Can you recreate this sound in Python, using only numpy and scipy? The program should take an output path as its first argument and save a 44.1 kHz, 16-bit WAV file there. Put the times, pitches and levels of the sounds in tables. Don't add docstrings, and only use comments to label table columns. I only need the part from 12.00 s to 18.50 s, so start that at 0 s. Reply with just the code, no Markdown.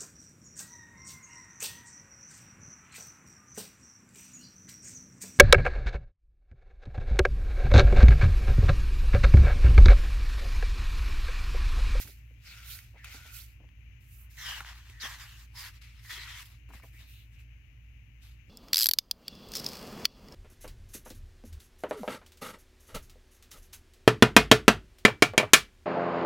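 import sys
import numpy as np
from scipy import signal
from scipy.fft import rfft, irfft, next_fast_len
from scipy.io import wavfile
from scipy.ndimage import uniform_filter1d

SR = 44100
rng = np.random.default_rng(int(sys.argv[2]) if len(sys.argv) > 2 else 0)


def linear_from_db(decibels):
    return 10 ** (np.asarray(decibels, float) / 20)


def generate_wav(sig):
    pcm = np.round(np.clip(np.atleast_2d(sig).T, -1, 1) * 32767).astype(np.int16)
    wavfile.write(sys.argv[1], SR, pcm)


N = 286517
M = next_fast_len(N)
HZ = np.maximum(np.fft.rfftfreq(M, 1 / SR), 1)
LEFT_RIGHT = np.array([[1], [-1]])

# pitch_hz, level_db (rms)
FAN_TONES = [(56.83, -53.5), (59.31, -65), (113.65, -64), (119.97, -68)]
# frequency_hz, left_db_per_hz, right_db_per_hz
RUMBLE_SPECTRUM = [(27, -104, -104), (35.4, -85, -88), (46, -74, -82.5), (67.7, -76.5, -74),
                   (114.8, -76.5, -74.5), (153.7, -94, -90), (301, -99, -97), (402, -109, -110),
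                   (1280, -112, -118), (4000, -120, -121), (9150, -129, -129), (10600, -126, -128),
                   (10800, -121, -121), (16000, -120, -120)]
# frequency_hz, likeness_0_to_1
RUMBLE_ALIKE = [(100, 1), (290, 0.5), (640, 0.18), (1500, .03)]
# frequency_hz, level_db_per_hz
AIR_SPECTRUM = [(900, -125), (1250, -110), (1700, -101), (2050, -96), (2400, -92), (2900, -94.5),
                (3350, -110), (4800, -119), (5600, -116), (6300, -110), (6800, -113), (7200, -124),
                (8200, -135)]
# frequency_hz, left_minus_right_db
PORT_COLOUR = [(300, -1.5), (650, .5), (1300, -.5), (2800, 4.5), (4500, -.8), (6500, -4.5), (8500, -9),
               (10500, -12.5), (12500, -12), (15500, -9.5)]
# frequency_hz, likeness_0_to_1
NEAR_ALIKE = [(500, 0.76), (1400, 0.81), (2800, .58), (4500, 0.27), (8000, .05)]
# start_s, left_late_samples
LEFT_DELAY = [
    (0, -2),
    (1.55, 1),
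    (2.35, 2),
    (3.0, 1),
    (3.5, 0),
    (4.9, 2),
]
# start_s, peak_db, pitch_hz, t60_s
PAGE_PATS = [(0.047, -53.5, 203, 0.26), (0.086, -58.5, 328, 0.11), (0.307, -59, 325, 0.046),
             (1.142, -50.5, 253, 0.11), (1.599, -56, 215, 0.11), (1.634, -60, 212, 0.19),
             (2.604, -55.5, 195, 0.034), (2.894, -60, 342, 0.048), (3.032, -49, 270, 0.079),
             (4.118, -60, 260, 0.096), (4.17, -58, 284, 0.095), (4.689, -55, 248, 0.13),
             (4.7, -63, 350, 0.094), (4.743, -52, 208, 0.056), (4.832, -57, 202, 0.13),
             (4.939, -62, 233, 0.055), (4.988, -62.5, 218, 0.06), (6.48, -61, 254, 0.035)]
# start_s, peak_db, pitch_hz, t60_s
FINGER_TAPS = [(0.05, -59, 670, 0.045), (0.083, -56.5, 513, 0.036), (0.938, -59, 517, 0.067),
               (.953, -54, 700, 0.073), (1.142, -51.5, 730, 0.039), (1.249, -57.5, 676, 0.089),
               (1.596, -59, 536, 0.11), (1.634, -61, 560, 0.058), (2.604, -33, 1150, 0.035),
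               (3.052, -39.5, 960, 0.036), (4.687, -65, 1250, 0.045), (4.702, -49.5, 1070, 0.037),
               (4.733, -49, 1050, 0.05), (4.745, -57, 900, 0.06), (4.797, -53, 1150, 0.022),
               (4.832, -49.5, 634, 0.085), (4.839, -57, 850, 0.012), (5.005, -68, 791, 0.036)]
# start_s, peak_db, ring_hz, crack_db
CORNER_SNAPS = [(0.075, -43.5, 2190, -7), (.443, -57, 2000, -15), (0.789, -38, 2680, -7),
                (1.689, -52.5, 2300, -26), (2.004, -80, 2570, -8), (2.869, -48, 1790, -15),
                (2.898, -42.5, 2400, -8), (3.815, -60, 2100, -6), (4.097, -41, 1900, -16),
                (4.457, -46, 2900, -7), (4.689, -55, 1600, -12), (4.735, -48, 1216, -14),
                (4.823, -53, 1900, -18), (2.458, -33, 3060, -15), (2.484, -34, 3000, -18),
                (2.757, -51, 1660, -11), (2.817, -54, 1770, -15), (3.02, -32, 3450, -9),
                (3.037, -34, 3300, -17), (3.051, -29, 2200, -16), (4.05, -50, 1940, -15),
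                (4.106, -40, 1800, -15), (4.798, -63, 6000, 1), (4.834, -52, 2300, -8),
                (4.933, -57, 2820, -6)]
# start_s, peak_db, ring_hz, crack_db
MORE_SNAPS = [
    (1.044, -34, 2300, -7),
    (2.605, -28, 1980, -12.5),
    (2.647, -35, 1400, -24),
]
# start_s, length_s, from_hz, to_hz, level_db (rms)
SLIDING_SPANS = [(0.451, 0.098, 5190, 3600, -56.5), (0.694, 0.065, 3180, 4900, -51),
                 (0.957, 0.087, 2200, 1800, -58.5), (1.051, 0.14, 2294, 2100, -61),
                 (1.376, 0.049, 2490, 5100, -55.5), (2.385, .03, 4050, 3870, -55),
                 (2.41, 0.064, 3650, 3200, -49), (2.452, 0.1, 3157, 2953, -42.5),
                 (2.53, 0.072, 2890, 2740, -50), (2.381, 0.13, 6020, 4990, -51),
                 (2.398, 0.18, 1141, 1280, -61), (2.999, 0.041, 4720, 3450, -45),
                 (3.025, 0.049, 3465, 3160, -43.5), (3.553, 0.085, 5150, 4820, -49.5),
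                 (3.61, 0.062, 4730, 4450, -56), (3.563, 0.14, 1996, 1450, -55),
                 (3.07, 0.078, 1850, 1600, -55), (3.82, 0.11, 2100, 2570, -65),
                 (4.045, 0.04, 2025, 1780, -58), (4.092, 0.041, 1780, 1800, -45.5),
                 (4.13, .13, 1897, 2080, -49.5), (4.27, .065, 1850, 1900, -56),
                 (4.334, 0.084, 2100, 2250, -57), (4.822, 0.021, 2340, 1880, -59),
                 (4.931, .075, 1850, 2700, -62), (5.046, 0.2, 2585, 2913, -65.5),
                 (6.216, 0.082, 3940, 3430, -74)]
# start_s, length_s, pitch_hz, width_hz, level_db (rms)
HELD_SPANS = [(0.448, .35, 1480, 149, -64.5), (1.079, 0.316, 1480, 120, -60.5),
              (2.37, 0.085, 1950, 430, -50), (2.455, 0.084, 1880, 320, -46.5),
              (2.53, 0.074, 1800, 350, -51), (2.44, 0.12, 5050, 350, -54), (3.2, .05, 2250, 400, -58),
              (3.025, .05, 1150, 350, -50), (2.663, 0.036, 5600, 250, -62), (2.92, 0.098, 1927, 200, -60),
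              (3.02, 0.056, 1890, 340, -43.5), (3.195, 0.056, 5040, 300, -55), (3.535, .03, 1000, 300, -67),
              (2.15, 0.152, 1300, 700, -78), (4.46, .1, 1200, 600, -72.5), (3.255, 0.12, 2980, 380, -60),
              (4.099, 0.097, 3420, 250, -50.5), (4.179, 0.062, 4120, 300, -52.5),
              (4.742, .06, 1990, 300, -67), (5.36, 0.067, 2530, 570, -62.5),
              (4.731, 0.095, 4700, 1500, -72), (4.99, 0.055, 3800, 700, -63), (5.04, 0.067, 4100, 900, -69),
              (4.29, .11, 3350, 500, -55), (4.19, .06, 4700, 300, -59), (5.09, .165, 3800, 900, -67),
              (3.005, 0.076, 5900, 1100, -46), (3.545, 0.145, 1053, 240, -59.5),
              (0.999, .2, 2290, 400, -64)]
ZONE_EDGES = [300, 1250, 3400, 7500, 17500]
# pitch_hz, width_hz, level_db (over the broad noise)
SHEET_MODES = [
    [(725, 250, 9), (1460, 240, 11.5), (2280, 760, 15.5), (3600, 7000, 8), (13150, 4100, 13)],
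    [(970, 400, 7), (1800, 620, 8), (3070, 870, -9), (4900, 5100, 3.5), (12830, 3600, 7)],
    [(950, 68, 3), (2020, 370, 4), (3220, 2600, -7.5), (4900, 2300, 1), (12500, 2800, 5.5)],
    [(900, 500, -7), (2100, 730, 12), (2720, 440, 6), (3920, 330, -10), (13600, 3600, 14.5)],
    [(1000, 400, -10), (1600, 400, -7), (3100, 2100, 1), (4500, 1600, 1), (12700, 2400, 12)],
]
SHEET_PAN = [0.34, 0.34, 1.5, 4.1, 3.8]
# lowest_hz, treble_shadow (multiple of the port colouring)
SHEET_REACH = [(470, 1.39), (650, 1.05), (840, 1.17), (500, 1.6), (700, 1.8)]
# boom_db, scrape_db
SHEET_WEIGHT = [(-18, 1), (-15.5, -0.5), (-20.5, -0.5), (-7, 2), (-4, 4)]
# peak_s, rise_s, fall_s, body_db, skin_hiss_db (over body)
RIFFLE_STROKES = [(0.005, 0.07, 0.095, -55, 9), (0.08, 0.032, 0.13, -65.5, 9), (0.18, .03, 0.1, -77, 2.5),
                  (0.27, .1, 0.24, -88.5, 6), (0.48, 0.074, 0.14, -59, -4.5),
                  (0.6, 0.25, 0.42, -59.5, -7.5), (0.725, .11, 0.13, -57.5, 9),
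                  (0.8, 0.066, 0.18, -70.5, 4), (0.99, 0.037, .1, -64.5, -23),
                  (1.047, 0.013, 0.1, -53.5, -18), (1.15, 0.16, 0.16, -54.5, -6),
                  (1.27, 0.062, 0.18, -58.5, -5), (1.365, 0.066, 0.087, -59.5, 11),
                  (1.42, 0.053, 0.1, -67, 10.5), (1.49, 0.069, 0.12, -76.5, 7)]
PEEL_STROKES = [(2.01, 0.012, 0.18, -82, 11), (2.14, 0.11, 0.13, -87, 25), (2.225, 0.16, 0.076, -92, 30.5),
                (2.31, 0.018, 0.3, -76.5, 12.5), (2.4, 0.066, 0.21, -55, -1.5),
                (2.5, 0.13, 0.23, -46.5, -9), (2.585, .12, 0.06, -49.5, -14), (2.68, 0.059, 0.13, -51, -15),
                (2.78, 0.092, 0.093, -60, -9), (2.89, 0.16, 0.19, -61.5, -8.5), (3.022, .03, .09, -50, -7),
                (3.052, 0.052, 0.13, -46.5, -8), (3.125, 0.17, 0.11, -50.5, -8.5),
                (3.22, 0.074, 0.1, -53.5, -6), (3.3, 0.15, 0.24, -61.5, -4),
                (3.44, 0.2, 0.045, -64.5, -1.5)]
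LIFT_STROKES = [(3.565, 0.032, .06, -61, -1), (3.6, 0.057, 0.15, -52, 0), (3.675, 0.16, 0.039, -52.5, -3.5),
                (3.71, 0.033, .05, -65, -9), (3.75, 0.032, 0.074, -63, -6), (3.82, 0.013, 0.098, -60, -8.5),
                (3.86, 0.058, 0.2, -64, -8.5), (4.0, 0.13, 0.12, -66.5, -10), (4.06, 0.062, 0.16, -63.5, 2),
                (4.112, 0.038, 0.14, -48, -4.5), (4.16, .08, .12, -51.5, -11.5),
                (4.211, 0.052, 0.22, -49.5, -14), (4.3, 0.061, 0.15, -51.5, -12.5),
                (4.345, 0.11, 0.11, -53, -12.5), (4.39, 0.089, 0.07, -53.5, -9),
                (4.42, 0.091, 0.057, -58.5, 1), (4.46, 0.024, 0.049, -66.5, 6),
                (4.51, 0.12, 0.14, -68.5, 0)]
DROP_STROKES = [
    (4.693, .01, .08, -77.5, 3),
    (4.745, 0.039, 0.1, -61, -6),
    (4.79, 0.057, .04, -70, -1),
    (4.84, 0.028, 0.15, -73, 5.5),
    (4.96, 0.063, 0.098, -73.5, 5.5),
    (5.01, .06, 0.11, -65.5, -5.5),
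    (5.11, 0.092, 0.22, -73.5, 9.5),
    (5.19, 0.1, 0.14, -78, 3),
    (5.345, 0.065, 0.08, -73, -9),
    (5.4, 0.027, 0.071, -71, -2),
]
SHIFT_STROKES = [
    (6.24, 0.041, 0.17, -69, 0),
    (6.49, 0.045, .05, -79, -10),
]
STROKES = [RIFFLE_STROKES, PEEL_STROKES, LIFT_STROKES, DROP_STROKES, SHIFT_STROKES]


def rms_one(x):
    return x / np.sqrt(np.mean(x ** 2) + 1e-20)


def at_hz(points, column=1):
    points = np.array(points)
    return np.interp(np.log(HZ), np.log(points[:, 0]), points[:, column])


def drift(rate_hz):
    r = np.exp(-2 * np.pi * rate_hz / SR)
    return rms_one(signal.lfilter([1], [1, -2 * r, r * r], rng.standard_normal(N + 9000))[9000:])


def pair(common, own, likeness):
    alike = np.clip(at_hz(likeness), 0, 1)
    shared = np.sqrt(1 + alike) * rfft(common, M)
    opposed = np.sqrt(1 - alike) * rfft(own, M) * LEFT_RIGHT
    return (shared + opposed) / np.sqrt(2)


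def port_gains(shadow=1):
    return linear_from_db(shadow * at_hz(PORT_COLOUR) / 2 * LEFT_RIGHT)


def band(x, hz, spread):
    edges = [hz / spread, min(hz * spread, 0.45 * SR)]
    x = signal.sosfilt(signal.butter(2, edges, "band", fs=SR, output="sos"), x)
    return x / np.abs(x).max()


def burst(noise, hz, spread, t60, rise):
    t = np.arange(len(noise)) / SR
    envelope = linear_from_db(-60 * t / max(t60, 0.003)) * (1 - np.exp(-t / rise))
    return band(noise * envelope, hz, spread)


def room():
    t = np.arange(N) / SR
    swell_s = 0.247
    tones = sum(np.sqrt(2) * linear_from_db(db) * np.sin(2 * np.pi * hz * (t - swell_s)) for hz, db in FAN_TONES)
    levels = linear_from_db([at_hz(RUMBLE_SPECTRUM, column=1), at_hz(RUMBLE_SPECTRUM, column=2)])
    rumble = irfft(pair(*rng.standard_normal((2, N)), RUMBLE_ALIKE) * levels, M)[:, :N]
    air = irfft(rfft(rng.standard_normal(M)) * linear_from_db(at_hz(AIR_SPECTRUM)), M)[:N]
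    air = air * linear_from_db(0.9 * drift(6))
    per_hz = np.sqrt(SR / 2)
    return tones * linear_from_db([[-0.3], [0.3]]) + per_hz * (rumble + air * linear_from_db([[0], [-40]]))


def pats(rows, spread, rise):
    out = np.zeros(N + 6000)
    for (s, db, hz, t60), noise in zip(rows, rng.standard_normal((len(rows), 6000))):
        start = int(s * SR)
        out[start:start + 6000] += linear_from_db(db) * burst(noise, hz, spread, t60, rise)
    return out[:N]


def snaps(rows):
    out, t = np.zeros(N + 4000), np.arange(4000) / SR
    for (s, db, hz, crack_db), noise in zip(rows, rng.standard_normal((len(rows), 3, 4000))):
        ring = band(noise[0] * (t < 4 / hz), 0.85 * hz, 1.55)
        wash = linear_from_db(-35) * burst(noise[1], hz, 3.5, t60=0.17, rise=0.0056)
        crack = linear_from_db(crack_db + 2.5) * burst(noise[2], 8300, 4.3, t60=0.038, rise=0.00017)
        start = int(s * SR)
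        out[start:start + 4000] += linear_from_db(db) * (ring + wash + crack)
    return out[:N]


def hits():
    corners = snaps(CORNER_SNAPS) + snaps(MORE_SNAPS)
    contacts = pats(PAGE_PATS, spread=1.47, rise=0.0021) + pats(FINGER_TAPS, spread=1.47, rise=0.0043)
    return irfft(rfft(corners + contacts, M) * port_gains(), M)[:, :N]


def whistles():
    rows = []
    for s, length, from_hz, to_hz, db in SLIDING_SPANS:
        width_hz = 160 + 0.053 * (from_hz + to_hz) / 2
        width_hz += 0.35 * abs(from_hz - to_hz)
        rows.append((s, length, from_hz, to_hz, width_hz, db))
    sag = 0.0451
    for s, length, hz, width_hz, db in HELD_SPANS:
        rows.append((s, length, hz, hz * (1 - sag), width_hz, db))
    return rows


def glides():
    out, rows = np.zeros((2, N)), whistles()
    steadiness = 0.7
    for row, noise in zip(rows, rng.standard_normal((len(rows), 4, 17000))):
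        s, length, from_hz, to_hz, width_hz, db = row
        u = np.arange(int(length * SR)) / (length * SR)
        slow = signal.sosfilt(signal.butter(2, width_hz / 2, fs=SR, output="sos"), noise)
        slow = slow[:, 500:500 + len(u)] / np.sqrt(width_hz / SR)
        power = uniform_filter1d(slow[0] ** 2 + slow[2] ** 2, size=700)
        swell = np.sqrt(power / np.mean(slow[::2] ** 2) / 2)
        slow = slow / (swell + 0.06) ** steadiness
        phase = 2 * np.pi * np.cumsum(from_hz * (to_hz / from_hz) ** u) / SR
        sound = slow[:2] * np.cos(phase) + slow[2:] * np.sin(phase)
        start = int(s * SR)
        out[:, start:start + len(u)] += linear_from_db(db) * np.sin(np.pi * u) ** 0.32 * sound
    return irfft(pair(*out, NEAR_ALIKE) * port_gains(), M)[:, :N]


def patches(x, depth_db):
    _, _, z = signal.stft(x, nperseg=256)
    field = rng.standard_normal(z.shape[1:])
    field = uniform_filter1d(field, size=4, axis=0)
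    field = uniform_filter1d(field, size=12, axis=1)
    return signal.istft(z * linear_from_db(depth_db * rms_one(field)), nperseg=256)[1][:, :N]


def friction():
    grain = linear_from_db(1.0 * drift(900) + 0.8 * drift(130) + 0.6 * drift(19.3))
    common, own = patches(rng.standard_normal((2, N)) * grain, depth_db=1.6)
    return pair(common, own, NEAR_ALIKE)


def sheet_zones(rubbing, modes, lowest_hz, shadow):
    peaks = sum(linear_from_db(2 * db) / (1 + (2 * (HZ - hz) / width) ** 4) for hz, width, db in modes)
    treble_lift = 1 + (HZ / 14300) ** 9
    power = HZ ** -0.4 * (1 + peaks) * treble_lift / (1 + (lowest_hz / HZ) ** 12)
    zones = []
    for low, high in zip(ZONE_EDGES, ZONE_EDGES[1:]):
        cut = power / (1 + (low / HZ) ** 12) / (1 + (HZ / high) ** 12)
        zone = irfft(rubbing * port_gains(shadow) * np.sqrt(cut), M)
        zones.append(zone / np.sqrt(np.mean(zone.mean(axis=0) ** 2)))
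    return zones


def stroke(t, rise, fall):
    return -30.0 * np.where(t < 0, (np.abs(t) / rise) ** 1.91, (np.abs(t) / fall) ** 1.58)


def slides():
    out, t, rubbing = np.zeros((2, N)), np.arange(N) / SR, friction()
    sheets = zip(STROKES, SHEET_MODES, SHEET_REACH, SHEET_WEIGHT, SHEET_PAN)
    for rows, modes, (lowest_hz, shadow), (boom_db, scrape_db), pan_db in sheets:
        power = np.zeros((4, N))
        for s, rise, fall, db, skin_db in rows:
            span = slice(max(int((s - 2 * rise) * SR), 0), int((s + 2 * fall) * SR))
            heft_db = boom_db - 0.13 * skin_db + 0.48 * (db + 54.5)
            tilt_db = [[heft_db], [0], [scrape_db + 0.46 * skin_db], [skin_db]]
            power[:, span] += linear_from_db(2 * (db + stroke(t[span] - s, rise, fall) + tilt_db))
        power[0] = np.interp(t - 0.0087, t, power[0])
        zones = sheet_zones(rubbing, modes, lowest_hz, shadow)
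        swish = sum(zone[:, :N] * np.sqrt(p) for zone, p in zip(zones, power))
        out += swish * linear_from_db(pan_db / 2 * LEFT_RIGHT)
    return out


def scene():
    left, right = slides() + glides() + hits()
    starts, late = np.transpose(LEFT_DELAY)
    now = np.searchsorted(starts, np.arange(N) / SR, side="right") - 1
    heard = np.arange(N) - late[now].astype(int)
    return np.array([left[np.clip(heard, 0, N - 1)], right]) + room()


def roll_off(x):
    return signal.sosfilt(signal.butter(12, 16950, fs=SR, output="sos"), x)


def record(dry):
    mix = irfft(rfft(dry, M) * (HZ < 15830), M)[:, :N]
    return roll_off(mix)


dry = scene()
out = record(dry)
generate_wav(out)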